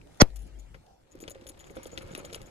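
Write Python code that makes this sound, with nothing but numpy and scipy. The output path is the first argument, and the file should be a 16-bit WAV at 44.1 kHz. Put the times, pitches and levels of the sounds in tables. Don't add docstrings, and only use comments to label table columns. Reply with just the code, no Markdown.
import sys
import numpy as np
from scipy import signal
from scipy.io import wavfile
from scipy.ndimage import uniform_filter1d

SR = 44100
rng = np.random.default_rng(int(sys.argv[2]) if len(sys.argv) > 2 else 0)


def gain_from_decibels(decibels):
    exponent = np.asarray(decibels, float) / 20
    return 10 ** exponent


def pcm_store(signal):
    levels = np.round(np.clip(np.atleast_2d(signal), -1, 1) * 32767)
    wavfile.write(sys.argv[1], SR, levels.astype(np.int16).T)


N = 110250
T = np.arange(N) / SR

LEAK_S, BURST_S, THUMP_S = .1985, .218, .2197
LEFT_LAG = 13

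# pitch_hz, left_db, right_db, left_lead_rad
GAP_WHISTLES = [(466.5, -4.5, -7, 0), (600.6, -3.5, -14, 1.5), (1022.7, -5, -3, 2.5),
                (1408, -19, -6, -1.26), (1926, -20.5, -8.5, -0.1), (2200, -21.5, -7.5, -1.8),
                (2424, -22, -13, 2.5), (3380, -21.5, -10, 2.5), (4220, -30.5, -12, 0.4),
                (4830, -15, -7.5, 1.34), (5430, -10.5, -7.5, 2), (5900, -9, -8.5, 2),
                (6170, -12.5, -9.5, 2), (6790, -19, -19, 1.1), (7310, -16, -27.5, 2)]
# swing_rad, push_db, push_t60_s, slow_tail_db
THUMP_PORTS = [
    (5.5, -3, 0.043, -17.5),
    (6.1, -7, 0.045, -39.5),
]
# centre_s, level_db, half_width_s, pitch_hz
SACK_SWELLS = [
    (0.387, -32, 0.064, 48.9),
    (0.586, -37.5, 0.069, 48.2),
    (.72, -42, 0.043, 46),
]
# centre_s, level_db, half_width_s, pitch_hz
SQUEAKS_AND_RINGS = [
    (0.543, -68, 0.011, 2840),
    (.56, -66, 0.0065, 3200),
    (.425, -63, 0.022, 10040),
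    (.43, -69, 0.029, 8600),
    (1.25, -68, 0.023, 8500),
    (1.5, -68, 0.036, 8500),
]
# start_s, peak_db, centre_hz
SNAPS = [(0.0144, -66, 2580), (0.0274, -63, 1500), (0.0717, -49, 1640), (0.0976, -60, 1780),
         (0.1198, -55, 1870), (0.1446, -47, 1840), (0.1555, -51, 2540), (0.1724, -49.5, 5770),
         (1.1535, -47, 3950), (1.1885, -47.5, 3330), (1.2022, -37.5, 7000), (1.2781, -35, 3130),
         (1.3478, -41.5, 2560), (1.4112, -45, 2200), (1.4671, -32, 6850), (1.5176, -44.5, 2480),
         (1.5748, -46, 3510), (1.5926, -38, 9480), (1.6064, -39, 2174), (1.9748, -38, 3380),
         (2.0738, -45, 2230), (2.1498, -23, 2700), (2.1917, -36, 6980), (2.2498, -27.5, 6980),
         (2.3096, -56, 6880), (2.3281, -34, 3760), (2.3325, -29.5, 3690), (2.3453, -27.5, 3140),
         (2.4159, -34, 2990)]
# start_s, peak_db, pitch_hz
CLICKS = [(0.0144, -49, 2440), (0.3025, -54.5, 4210), (0.3599, -38.5, 9100), (0.3595, -54, 2700),
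          (0.7436, -45, 2340), (0.745, -42.5, 1560), (0.7487, -44.5, 2042), (0.864, -57, 4630),
          (1.239, -41, 2200), (1.2793, -30.5, 3220), (1.3507, -50, 2480), (1.468, -44, 3400),
          (1.6004, -45, 3270), (1.6422, -45.5, 3250), (1.698, -42.5, 2130), (1.768, -40, 1250),
          (1.773, -46.5, 3460), (1.797, -43, 950), (1.8555, -43, 3370), (1.9765, -26, 3380),
          (2.112, -48, 3380), (2.1508, -31, 2700), (2.2488, -39, 3140), (2.3287, -37.5, 3750),
          (2.346, -29, 3000), (2.415, -59, 2940)]
# start_s, peak_db, scrape_share_db, upper_modes_db
JINGLES = [(0.3581, -49, 5.5, 3), (0.391, -54.5, 0, 3), (0.4174, -53.5, 0, 7), (0.4643, -58.5, -1, 8),
           (0.5884, -52, -3, -11.5), (1.1129, -52, -4, -22), (1.2035, -47, 0, 6), (1.2197, -45.5, -3, -9),
           (1.2964, -39, -12, 7), (1.3058, -43, 1, -9), (1.4682, -41, -10, -3), (1.4868, -38, 0, 7),
           (1.5904, -52, -4.5, -3), (1.6015, -50.5, -2.5, -4), (1.6417, -56, -4, -9),
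           (1.6652, -54.5, 0.5, -8), (1.7038, -51.5, -2, -3), (1.7539, -50.5, 0, -1), (1.8312, -42, 0.5, 3),
           (1.8614, -45, 5, 2), (1.916, -50.5, -6, -14), (1.933, -49.5, -6, -22), (2.02, -48.5, -4, -4),
           (2.1136, -49, -9, -15), (2.15, -46, -6, -1), (2.172, -37.5, -8.5, 8), (2.188, -46, -7, 1),
           (2.2498, -44, -16, -12), (2.316, -58, -11, -15), (2.3284, -45, 5, 3), (2.3453, -38, -3, 3),
           (2.416, -51.5, -8, 2), (2.458, -51, -6, -13)]
# pitch_hz, level_db, t60_s
LINK_MODES = [(6740, -9, .02), (6880, -3, .04), (7050, -10, .018), (8490, -27, .12), (10200, -6, .022),
              (11400, -12, .01), (12100, -8, .015)]
# start_s, peak_db, bump_hz
KNOCKS = [(0.744, -44.5, 151.5), (1.149, -42, 327.4), (1.202, -46, 468), (1.226, -39, 410),
          (1.251, -47, 304), (1.278, -37.5, 500), (1.309, -41, 540), (1.354, -41.5, 490), (1.417, -49, 296),
          (1.457, -44, 480), (1.496, -43.5, 310.5), (1.607, -53, 256), (1.699, -39, 345), (1.706, -45, 350),
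          (1.759, -47, 536), (1.765, -32, 506), (1.779, -39.5, 248), (1.856, -36.5, 514), (1.928, -38, 538),
          (1.977, -37, 349), (2.107, -41, 190), (2.127, -41.5, 140), (2.149, -39.5, 341), (2.176, -34, 502),
          (2.199, -40.5, 496), (2.227, -43, 493), (2.243, -37.5, 520), (2.325, -38, 536),
          (2.358, -41.5, 530), (2.405, -48.5, 377), (2.472, -48.5, 340)]
# pitch_hz, level_db, t60_s
BODY_MODES = [(110, -6.5, 0.063), (204.5, -6, 0.026), (333, -3.5, 0.045), (367, 0.5, 0.038),
              (468.5, -1.5, 0.043), (528, 0, 0.085), (760, -4, 0.014), (940, -15, 0.016),
              (1203, -11.5, 0.021)]
# time_s, effort_db
SHAKE = [
    (1.0, -64.5),
    (1.25, -52.5),
    (1.6, -54),
    (1.8, -51.5),
    (2.05, -46),
    (2.2, -46),
    (2.5, -53),
]
# pitch_hz, level_db_per_hz
AIR_COLOUR = [(15, -59), (32, -35.5), (48, -5), (150, -19), (885, -28.5), (1010, -37), (7000, -45.5),
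              (12500, -52.5)]
# time_s, level_db
AIR_LEVEL = [(0, -56.5), (.2, -50), (.3, -54), (.55, -54.5), (.8, -57.5), (1.05, -61.5), (2.0, -51.5),
             (2.5, -52)]
# pitch_hz, likeness (-1 to 1)
AIR_SAME = [(60, 1), (380, -0.081), (2380, -.8), (5200, 0.05)]
# pitch_hz, left_minus_right_db
AIR_BALANCE = [(60, 0.5), (380, -3), (2380, 3), (15000, 0)]


def burst():
    crack_s, puff_t60, low_t60 = .0008, 0.045, 0.098
    t, out = np.arange(8000) / SR, np.zeros((2, N))
    z = rng.standard_normal((3, 2, 8000))
    snap_open = t / crack_s * np.exp(1 - t / crack_s) * .5
    crack = gain_from_decibels(-5.5) * band(z[0], 10000, "low", order=1) * snap_open
    steam = evened(band(z[1], 3240, "low")) + gain_from_decibels(-10.5) * z[0]
    puff = gain_from_decibels(-19 - 60 * t / puff_t60) * steam
    low = gain_from_decibels(-22.5 - 60 * t / low_t60) * evened(band(z[2] + z[2, :1], 600, "low"))
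    add(out, BURST_S - crack_s, crack + puff + low)
    add(out, THUMP_S - 20 / SR, np.array([thump(*port) for port in THUMP_PORTS]))
    add(out, LEAK_S, leak())
    return out


def leak():
    waver_db, waver_rad, waver_hz = 3, 0.81, 150
    level_db, rise_db, rise_bend = -14, 33, 2.5
    t = np.arange(0, BURST_S - LEAK_S + 0.0011, 1 / SR)
    opening = t / (BURST_S - LEAK_S)
    z = rng.standard_normal((2, 1200))[:, :len(t)]
    whistles = 0
    for hz, left_db, right_db, lead in GAP_WHISTLES:
        noises = rng.standard_normal((2, 4000))
        size, bend = (evened(band(noise, waver_hz, "low"))[-len(t):] for noise in noises)
        phase = 2 * np.pi * (hz * t + rng.random()) + waver_rad * bend
        left, right = gain_from_decibels(left_db) * np.cos(phase + lead), gain_from_decibels(right_db) * np.cos(phase)
        whistles = whistles + gain_from_decibels(waver_db * size) * np.array([left, right])
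    roar = gain_from_decibels(-14.5) * band(z, 8300, "low", order=8)
    hiss = gain_from_decibels(-47 + 13 * np.minimum(opening, 1) ** 2) * z
    swell = gain_from_decibels(level_db - rise_db * np.maximum(1 - opening, 0) ** rise_bend) * np.minimum(t / .002, 1)
    cut_off = np.clip(1 - (opening - 1) / 0.16, 0, 1)
    return (2 * whistles + roar + hiss) * swell * cut_off


def thump(swing, push_db, t60, tail_db):
    fall_s, turns, tail_t60 = .0012, 2, .2
    t = np.arange(8000) / SR
    phase = swing * np.log(1 + t / fall_s)
    full = t[np.argmax(phase > 2 * np.pi * turns)]
    late = np.clip((t - .7 * full) / (.2 * full), 0, 1)
    after = np.maximum(t - full, 0)
    push = gain_from_decibels(push_db * late - 60 * after / t60)
    tail = gain_from_decibels(tail_db - 60 * after / tail_t60) * (1 - gain_from_decibels(-60 * after / t60))
    wave = np.cos(np.minimum(phase, 2 * np.pi * turns))
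    return band(gain_from_decibels(-3.8) * (push + tail) * wave, 1500, "low", order=1)


def flutter():
    swells = 0
    for s, db, half_s, hz in SACK_SWELLS + SQUEAKS_AND_RINGS:
        envelope = gain_from_decibels(db) * np.exp(-.5 * ((T - s) / half_s) ** 2)
        swells = swells + envelope * np.cos(2 * np.pi * hz * (T - s))
    return pair(swells, right_db=-9.5)


def knocks():
    knock_s, rub_per_s = 0.012, 700
    out, t = np.zeros((2, N)), np.arange(6000) / SR
    for s, db, hz in KNOCKS:
        rung = ring(spread(count=6000) * np.exp(-t / knock_s), BODY_MODES, vary_db=2.5)
        thud = bump(t, hz, cycles=3.68, skew=0.58)
        add(out, s + 0.0016, gain_from_decibels(db - 1.5) * (thud + gain_from_decibels(1.5) * rung / abs(rung).max()))
    touching = uniform_filter1d(1. * (rng.random(N) < rub_per_s / SR), size=25) > 1e-6
    iron = evened(ring(spread(count=N) * touching, BODY_MODES, vary_db=0))
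    rustle = spread(count=N) * gain_from_decibels(4.4 * evened(band(rng.standard_normal(N), 31.5, "low")))
    folds = resonate(rustle, 2140, 170) + resonate(rustle, 1280, 220)
    cloth = evened(band(rustle, 2320, "low") + (T > 1.76) * gain_from_decibels(3.0) * folds)
    rub = gain_from_decibels(-4) * iron + gain_from_decibels(-10) * cloth
    return out + rub * gain_from_decibels(curve(SHAKE)) * np.clip((T - 1.0) / 0.13, 0, 1)


def snaps():
    t60, width = 0.0166, 1.76
    out, t = np.zeros(N), np.arange(600) / SR
    for s, db, hz in SNAPS:
        dying = rng.standard_normal(len(t)) * gain_from_decibels(-60 * t / t60)
        tick = band(resonate(dying, hz, width * hz), 1300, "high")
        add(out, s, gain_from_decibels(db) * tick / abs(tick).max())
    return out


def clicks():
    scatter_db, scatter_t60, scatter_width = -8, 0.062, 0.93
    out, t = np.zeros(N), np.arange(3000) / SR
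    for s, db, hz in CLICKS:
        tick = bump(t, hz, cycles=8.3, skew=0.49)
        z, lumps = rng.standard_normal((2, len(t)))
        coloured = resonate(z, 0.62 * hz, scatter_width * hz)
        coloured = resonate(coloured, hz, 2 * scatter_width * hz)
        grains = evened(coloured * abs(uniform_filter1d(lumps, 50)))
        scatter = gain_from_decibels(scatter_db - 60 * t / scatter_t60) * grains
        add(out, s - .0005, gain_from_decibels(db + 1) * (tick + scatter))
    return out


def jingles():
    taps_per_s, tap_spread_db, chatter_s = 800, 5, .018
    out, t = np.zeros(N), np.arange(5000) / SR
    for s, db, scrape_db, upper_db in JINGLES:
        u, z = rng.random(len(t)), rng.standard_normal(len(t))
        taps = (u < taps_per_s / SR) * gain_from_decibels(tap_spread_db * z) + (t == 0)
        drive = taps * np.clip(2 - 2 * t / chatter_s, 0, 1)
        modes = [(hz, d + (upper_db + 2) * (hz > 9000), t60) for hz, d, t60 in LINK_MODES]
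        rung = ring(drive, modes, vary_db=3)[0]
        contact = signal.lfilter([1], [1, -np.exp(-1 / 100)], drive)
        scrape = band(resonate(z, hz=9900, width=12000), 3000, "high", order=1) * contact
        add(out, s, gain_from_decibels(db + 5.5) * (rung / abs(rung).max() + gain_from_decibels(scrape_db) * scrape / abs(scrape).max()))
    return out


def grit():
    ticks_per_s, tick_spread_db = 250, 3.5
    t = np.arange(200) / SR
    tick_db = tick_spread_db * np.minimum(rng.exponential(1, N), 3)
    size = (rng.random(N) < ticks_per_s / SR) * gain_from_decibels(tick_db)
    kind = rng.integers(0, 10, N)
    ticks = 0
    for k, hz in enumerate(np.geomspace(1300, 7500, 8)):
        tick = np.sin(2 * np.pi * hz * t) * np.exp(-t * hz / 0.57)
        ticks = ticks + np.convolve(size * (kind == k), tick)[:N]
    return gain_from_decibels(-12.5) * evened(ticks) * gain_from_decibels(curve(SHAKE)) * (T > SHAKE[0][0])


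def air():
    patch_db = 3
    frames, hz = N // 256 + 5, np.fft.rfftfreq(1024, 1 / SR)
    a, b, c, d, patches = rng.standard_normal((frames, 513, 5)).T
    patches = evened(uniform_filter1d(uniform_filter1d(patches, 10, 0), 10, 1))
    same = np.clip(read(AIR_SAME, hz), -1, 1)[:, None]
    lag = np.exp(-2j * np.pi * hz * LEFT_LAG / SR)[:, None]
    lean = gain_from_decibels(read(AIR_BALANCE, hz) / 2)[:, None]
    right = a + 1j * b
    left = same * lag * right + np.sqrt(1 - same ** 2) * (c + 1j * d)
    z = np.array([lean * left, right / lean])
    z *= gain_from_decibels(read(AIR_COLOUR, hz)[:, None] + patch_db * patches)
    sound = signal.istft(z, nperseg=1024, noverlap=768)[1][:, :N]
    return gain_from_decibels(curve(AIR_LEVEL)) * evened(sound)


def bump(t, hz, cycles, skew):
    hump = np.sin(np.pi * np.minimum(t * hz / cycles, 1) ** skew) ** 2
    return hump * np.sin(2 * np.pi * hz * t)


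def ring(drive, modes, vary_db):
    t = np.arange(min(drive.shape[-1], 8000)) / SR
    share = rng.standard_normal(len(modes))
    shape = 0
    for (hz, db, t60), z in zip(modes, share):
        shape = shape + gain_from_decibels(db + vary_db * z - 60 * t / t60) * np.sin(2 * np.pi * hz * t)
    return signal.fftconvolve(np.atleast_2d(drive), shape[None], axes=1)[:, :drive.shape[-1]]


def resonate(x, hz, width):
    pole = np.exp((2j * np.pi * hz - np.pi * width) / SR)
    return 2 * signal.lfilter([1 - abs(pole)], [1, -pole], x + 0j).real


def band(x, hz, kind, order=2):
    return signal.sosfilt(signal.butter(order, min(hz, SR * .45), kind, fs=SR, output="sos"), x)


def spread(count):
    same = 0.35
    a, b = rng.standard_normal((2, count))
    left = same * np.roll(a, LEFT_LAG) + np.sqrt(1 - same ** 2) * b
    return np.array([left, gain_from_decibels(-1) * a])


def pair(x, right_db):
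    return np.array([np.roll(x, LEFT_LAG), gain_from_decibels(right_db) * x])


def evened(x):
    return x / np.sqrt(np.mean(x ** 2) + 1e-20)


def read(points, hz):
    f, value = np.transpose(points)
    return np.interp(np.log(hz + 1), np.log(f + 1), value)


def curve(rows):
    time_s, value = np.transpose(rows)
    return np.interp(T, time_s, value)


def add(mix, s, sound):
    part = mix[..., round(s * SR):][..., :sound.shape[-1]]
    part += sound[..., :part.shape[-1]]


def scene():
    rattle = pair(clicks() + snaps() + jingles() + grit(), right_db=-7.5)
    return burst() + flutter() + knocks() + rattle + air()


def roll_off(x):
    return signal.sosfilt(signal.butter(12, 16090, fs=SR, output="sos"), x)


def record(dry):
    knee = 1.6
    dull = band(dry, 13300, "low", order=24)
    top = gain_from_decibels(-22.5) * band(dry, 15200, "high", order=12)
    mix = np.clip(knee * np.tanh((dull + top) / knee), -1, 1)
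    return roll_off(mix)


dry = scene()
out = record(dry)
pcm_store(out)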